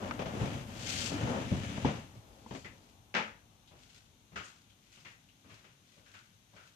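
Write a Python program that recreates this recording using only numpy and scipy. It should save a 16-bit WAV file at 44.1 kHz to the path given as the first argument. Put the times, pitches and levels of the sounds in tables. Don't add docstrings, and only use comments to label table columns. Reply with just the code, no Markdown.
import sys
import numpy as np
from scipy import signal
from scipy.fft import rfft, irfft, next_fast_len
from scipy.io import wavfile
from scipy.ndimage import uniform_filter1d

SR = 44100
rng = np.random.default_rng(int(sys.argv[2]) if len(sys.argv) > 2 else 0)


def master(y):
    cut = np.clip(np.atleast_2d(y).T, -1, 1)
    pcm = np.round(cut * 32767)
    wavfile.write(sys.argv[1], SR, pcm.astype(np.int16))


N = 297965


# time_s, push_rumble_db, binding_scrape_db
SLIDE_LEVELS = [(0,-47,-43.5),(.1,-46,-45),(.15,-49,-50.5),(.32,-48,-52),(.42,-41,-44),(.59,-44,-50.5),(.65,-52,-60),(.8,-46.5,-55),(1.08,-45.5,-51),(1.2,-39.5,-44.5),(1.35,-41,-37),(1.48,-42.5,-52),(1.68,-41,-52),(1.96,-45,-54),(2.12,-62,-77),(2.4,-79,-65),(2.75,-63.5,-69),(3.05,-107,-84.5)]
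# freq_hz, density_db_per_hz
SLIDE_SPECTRUM = [(24,-77),(45,-30),(72,-0.5),(105,9),(135,-3.5),(240,-2.5),(380,-17),(550,-15),(900,-21),(1250,-19),(1500,-16.5),(3060,-17),(4320,-26),(6710,-26.5),(14000,-53)]
RASP_RE_RUMBLE_DB = -10


def sliding_frame():
    slips = friction(SLIDE_SPECTRUM, slips_per_s=900, spread_db=-1.5, t60_s=0.17)
    rumble, scrape, rasp = [levelled(part) for part in zones(slips)]
    push, binding = gains(SLIDE_LEVELS)
    return push * (rumble + amp(RASP_RE_RUMBLE_DB) * rasp) + binding * scrape


# start_s, thud_db, clack_minus_thud_db, t60_s, ring_hz, ring_boost_db
JOLT_BLOWS = [(.191,-41,-10.5,.26,527,9),(.218,-46.5,-7.5,0.094,704,10),(.256,-45,-8,0.3,603,6),(.335,-43.5,-19,0.32,376,9),(.412,-32,-31.5,0.204,173,-2),(0.474,-43,-16,0.12,230,0),(.514,-53.5,-16,0.35,136,16),(1.115,-48.5,-11,0.24,286,24),(1.222,-41,-29,0.54,133,9),(1.512,-31,-34.5,0.35,200,4),(1.775,-45,-15.5,0.091,570,10.5),(1.851,-34.5,-12,0.38,233,5.5),(2.153,-59.5,-17,0.24,110,13),(2.508,-47,-13,0.3,460,3),(2.548,-58,2.5,0.13,258,19.5)]
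# freq_hz, density_db_per_hz
JOLT_SPECTRUM = [(24,-30),(40,-14.5),(115,3),(222,-7.5),(421,-10.5),(620,-10),(900,-14),(1580,-18.5),(2400,-19.5),(3300,-22),(4320,-31.5),(6390,-32),(9000,-55),(14000,-91)]


def jolts():
    return sum(blow(*row, JOLT_SPECTRUM, contact_s=0.002, middle_db=0.5, direct=3.0, q=7.8)
               for row in JOLT_BLOWS)


# start_s, thud_db, clack_minus_thud_db, ring_hz
CATCH_SNAPS = [(3.141,-54,8,503),(3.149,-48.5,9.5,1720),(3.166,-48.5,7,440),(3.186,-47.5,-3,214)]
# freq_hz, density_db_per_hz
HARD_SPECTRUM = [(35,-44),(60,-15),(160,-7.5),(215,2),(348,-10),(512,-3),(738,-8),(886,-1),(1090,-7.5),(1300,-3),(2500,-5),(4300,-19.5),(6000,-23),(6900,-28.5),(8000,-38.5),(14000,-66)]
# freq_hz, level_re_ring_db, t60_s
METAL_MODES = [(1210, -13, 0.42), (1300, -16, 0.28), (1590, 0, 0.14), (1879, -11, 0.28), (2040, -12, 0.39),
               (2480, -11, 0.33), (2660, -1, 0.35), (2918, -6, 0.19), (3200, -22, 0.39), (3620, -14, 0.24),
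               (3801, -21, 0.27), (5070, -21, 0.18), (5464, -32, 0.47), (6002, -27, 0.32)]
SNAP_T60_S, CATCH_RING_DB = 0.33, -45


def catch():
    snaps = sum(blow(start_s, thud_db, bright_db, SNAP_T60_S, ring_hz, 2.5, HARD_SPECTRUM,
                     contact_s=0.00022, middle_db=-1.0, direct=1.9, q=5.9)
                for start_s, thud_db, bright_db, ring_hz in CATCH_SNAPS)
    t = np.arange(SR) / SR
    ring = 0
    for hz, db, t60_s in METAL_MODES:
        cycles = hz * t + rng.random((2, 1)) / 4
        ring = ring + amp(db - 60 * t / t60_s) * np.sin(2 * np.pi * cycles)
    full_hit_s = CATCH_SNAPS[1][0]
    return snaps + amp(CATCH_RING_DB) * placed(ring, full_hit_s)


# start_s, thud_db, clack_minus_thud_db, ring_hz, ring_boost_db
TICK_BLOWS = [(0.1096,-61.5,12,1320,12),(1.8473,-29,-36.5,940,9),(2.462,-54.5,-29,1040,13.5)]
TICK_T60_S = 0.04


def ticks():
    return sum(blow(start_s, thud_db, bright_db, TICK_T60_S, ring_hz, boost_db, HARD_SPECTRUM,
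                    contact_s=0.00011, middle_db=5.0, direct=1.8, q=6.8)
               for start_s, thud_db, bright_db, ring_hz, boost_db in TICK_BLOWS)


# start_s, hold_s, level_db
SWISH_STROKES = [(.9,0.17,-43),(2.55,0.044,-61.5)]
# freq_hz, density_db_per_hz
FINE_SPECTRUM = [(900,-44.5),(1400,-0.5),(1750,-6.5),(2200,-1.5),(2900,0),(4200,-3),(5200,-4.5),(6600,-4.5),(8000,-10),(9500,-17.5),(14000,-28)]


def swish():
    slips = friction(FINE_SPECTRUM, slips_per_s=3200, spread_db=4.0, t60_s=0.089)
    return swells(SWISH_STROKES, rise_db_per_s=124, fall_db_per_s=149) * levelled(slips)


# start_s, thud_db, ring_hz
FOOTFALL_BLOWS = [(3.707,-65.5,600),(4.315,-63.5,175),(4.97,-73,173),(5.44,-65.5,254),(5.965,-71.5,570),(6.527,-67.5,620)]
# freq_hz, density_db_per_hz
FLOOR_SPECTRUM = [(29,-18),(50,-22),(90,3),(140,-6.5),(185,-5),(250,-13),(350,-10),(500,-10),(780,-12),(1100,-7),(1400,-5),(2170,-4.5),(2820,-4.5),(4010,-15.5),(6900,-19),(9380,-38),(14000,-44)]
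FOOTFALL_T60_S = 0.58


def footfalls():
    return sum(blow(start_s, thud_db, -10.5, FOOTFALL_T60_S, ring_hz, 9.5, FLOOR_SPECTRUM,
                    contact_s=0.005, middle_db=-2.5, direct=0.72, q=4.3)
               for start_s, thud_db, ring_hz in FOOTFALL_BLOWS)


# start_s, thud_db, clack_minus_thud_db, t60_s, ring_hz, ring_boost_db
KNOCK_BLOWS = [(2.644,-54,-4,0.24,2000,10),(4.357,-52,2.5,.37,1355,10),(4.968,-69,-4,0.19,2980,11),(5.047,-66,7.5,0.36,2000,6),(5.495,-62.5,-3.5,0.62,396,1),(5.641,-67.5,0,0.38,620,4),(6.059,-80,7.5,0.66,1530,9),(6.138,-70.5,8,0.35,1420,8.5),(6.562,-70.5,4,0.51,1410,11)]


def knocks():
    return sum(blow(*row, FLOOR_SPECTRUM, contact_s=0.0033, middle_db=-7, direct=1.0, q=8.2)
               for row in KNOCK_BLOWS)


# start_s, level_db, ring_hz
CLICK_HITS = [(3.673,-69,3600),(4.44,-62.5,7140),(4.695,-72.5,3170),(5.285,-72,2800)]


def clicks():
    out = 0
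    for start_s, db, ring_hz in CLICK_HITS:
        touch = colour(echoes(contact_s=0.004, t60_s=0.18), FINE_SPECTRUM)
        ring = resonate(touch, ring_hz, boost_db=14, q=5.0)
        out = out + placed(amp(db) * ring / mid_rms(ring[:, :SR // 20]), start_s)
    return out


# start_s, hold_s, level_db
FAINT_STROKES = [(2.05,0.84,-73.5),(3.82,.15,-67.5),(4.49,.01,-63.5),(4.95,0.11,-67),(5.53,0.025,-67),(5.88,0.085,-75.5),(6.15,0.012,-66.5),(6.6,.05,-69.5)]


def high_hiss_and_rustles():
    slips = friction(FINE_SPECTRUM, slips_per_s=750, spread_db=5.0, t60_s=0.17)
    return swells(FAINT_STROKES, rise_db_per_s=111, fall_db_per_s=100) * slips


# freq_hz, density_db_per_hz
CAR_SPECTRUM = [(25,-19.5),(40,-9.5),(56,-2),(75,-4.5),(100,2),(140,-10),(250,-10),(500,-20.5),(800,-15),(1200,-22.5),(2500,-39.5),(8000,-37)]
CAR_NEAREST_DB, CAR_NEAREST_S, CAR_NEAREST_M, CAR_M_PER_S = -51, 0.7, 12.3, 9.5
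CAR_LOSS_DB_PER_DOUBLING = 13


def car():
    along_m = CAR_M_PER_S * (np.arange(N) / SR - CAR_NEAREST_S)
    doublings = np.log2(np.hypot(along_m, CAR_NEAREST_M) / CAR_NEAREST_M)
    return amp(CAR_NEAREST_DB - CAR_LOSS_DB_PER_DOUBLING * doublings) * steady(CAR_SPECTRUM)


# freq_hz, density_db_per_hz
HISS_SPECTRUM = [(25,-14),(50,1.5),(72,-1),(105,11),(150,4),(230,2.5),(330,-5),(520,-12),(800,-11.5),(1100,-10),(1800,-13),(2500,-10),(3700,-8),(4900,-17),(6300,-9),(7500,-17.5),(14000,-20)]
HISS_DB = -67.5


def room_hiss():
    return amp(HISS_DB) * steady(HISS_SPECTRUM)


def blow(start_s, thud_db, bright_db, t60_s, ring_hz, ring_db, spectrum, contact_s, middle_db, direct, q):
    parts = zones(colour(echoes(contact_s, t60_s, direct), spectrum))
    levels_db = thud_db, thud_db + bright_db / 2 + middle_db, thud_db + bright_db
    attack = int(max(0.028, t60_s / 6) * SR)
    hit = sum(amp(db) * part / mid_rms(part[:, :attack]) for db, part in zip(levels_db, parts))
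    return placed(resonate(hit, ring_hz, ring_db, q), start_s)


def resonate(x, hz, boost_db, q):
    peak = signal.lfilter(*signal.iirpeak(hz, q, fs=SR), x)
    return x + (amp(boost_db) - 1) * peak


def friction(spectrum, slips_per_s, spread_db, t60_s, points=7):
    sizes = amp(spread_db * np.minimum(rng.exponential(1, N), 4)) * rng.choice([-1, 1], N)
    slips = sizes * (rng.random(N) < slips_per_s / SR)
    point = rng.integers(0, points, (1, N))
    sound = 0
    for k in range(points):
        ring = colour(echoes(1e-4, t60_s), spectrum)
        sound = sound + signal.oaconvolve(slips * (point == k), ring, axes=1)[:, :N]
    return sound / mid_rms(sound)


# freq_hz, share_of_t60
T60_SHARES = [(100,0.5),(400,1.0),(1500,1.1542),(3000,1.0),(5500,0.9),(11000,1.56)]


def echoes(contact_s, t60_s, direct=2.26, direct_s=0.0013):
    t = np.arange(SR * 3 // 5) / SR
    front = (1 - np.exp(-t / contact_s)) * (1 + direct * np.exp(-t / direct_s))
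    return diffuse(len(t), lambda hz: front * amp(-60 * t / (t60_s * at_hz(T60_SHARES, hz))))


def steady(spectrum):
    noise = colour(diffuse(N, lambda hz: 1), spectrum)
    return noise / mid_rms(noise)


# freq_hz, correlation
CORRELATION = [(80,1),(170,0.92),(340,0.89),(680,0.4),(1350,-0.33),(2700,0.078),(9000,-0.069)]
BAND_EDGES = [20, 120, 240, 480, 960, 1900, 3800, 7500, 16000]


def diffuse(n, envelope):
    out = 0
    for low, high in zip(BAND_EDGES, BAND_EDGES[1:]):
        hz = np.sqrt(low * high)
        alike = np.clip(at_hz(CORRELATION, hz), -0.99, 0.99)
        shape = envelope(hz)
        pair = band(rng.standard_normal((2, n)) * shape, low, high)
        level = np.sqrt((high - low) * np.mean(shape ** 2))
        mid, side = pair / pair.std(1, keepdims=True) * level
        out = out + np.sqrt(1 + alike) * mid + np.sqrt(1 - alike) * side * [[1], [-1]]
    return out


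def colour(x, spectrum):
    n = x.shape[-1]
    half = next_fast_len(n // 2 + 2048)
    hz = np.arange(half + 1) * SR / (2 * half)
    cepstrum = irfft(np.log(amp(at_hz(spectrum, hz))))
    cepstrum[1:half] *= 2
    cepstrum[half + 1:] = 0
    return irfft(rfft(x, 2 * half) * np.exp(rfft(cepstrum)))[..., :n]


# low_hz, high_hz
ZONE_EDGES = [(40, 300), (300, 1200), (1200, 18000)]


def zones(x):
    return [band(band(x, *edges)[..., ::-1], *edges)[..., ::-1] for edges in ZONE_EDGES]


def band(x, low_hz, high_hz):
    sos = signal.butter(2, [low_hz, high_hz], "band", fs=SR, output="sos")
    return signal.sosfilt(sos, x + 1e-18)


def swells(rows, rise_db_per_s, fall_db_per_s):
    t = np.arange(N) / SR
    gain = 0
    for start_s, hold_s, db in rows:
        rise_db = rise_db_per_s * np.maximum(start_s - t, 0)
        fall_db = fall_db_per_s * np.maximum(t - start_s - hold_s, 0)
        gain = gain + amp(db - rise_db - fall_db)
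    return gain


def levelled(x):
    return x / np.sqrt(np.abs(uniform_filter1d(x.mean(0) ** 2, SR // 10)) + 1e-12)


def placed(x, start_s):
    return np.pad(x, ((0, 0), (int(start_s * SR), N)))[:, :N]


def gains(rows):
    time_s, *columns_db = np.transpose(rows)
    return [amp(np.interp(np.arange(N) / SR, time_s, db)) for db in columns_db]


def at_hz(points, hz):
    freq_hz, value = np.transpose(points)
    return np.interp(np.log(np.maximum(hz, 1)), np.log(freq_hz), value)


def mid_rms(x):
    return np.sqrt(np.mean(x.mean(0) ** 2) + 1e-24)


def amp(db):
    return 10 ** (np.asarray(db) / 20)


def lean(x, balance):
    left = colour(x[0], [(hz, db / 2) for hz, db in balance])
    right = colour(x[1], [(hz, -db / 2) for hz, db in balance])
    return np.array([left, right])


# freq_hz, left_minus_right_db
MAIN_BALANCE = [(40,10),(130,1.5),(280,2.1),(520,7),(1000,4.75),(2200,6.6),(4500,7.2),(6500,5.4),(8500,6.7),(12000,3.3)]
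# freq_hz, left_minus_right_db
SWISH_LEAN = [(1200,-2.5),(2250,4),(4100,12.5),(7500,12.5),(10000,-2),(13800,-5)]


def scene():
    window = sliding_frame() + jolts() + catch() + ticks()
    movements = footfalls() + knocks() + clicks() + high_hiss_and_rustles()
    background = car() + room_hiss()
    return lean(window + movements + background, MAIN_BALANCE) + lean(swish(), SWISH_LEAN)


CUTOFF_HZ = 14300


def record(dry):
    return signal.sosfilt(signal.ellip(12, 0.1, 70, CUTOFF_HZ, fs=SR, output="sos"), dry)


dry = scene()
out = record(dry)
master(out)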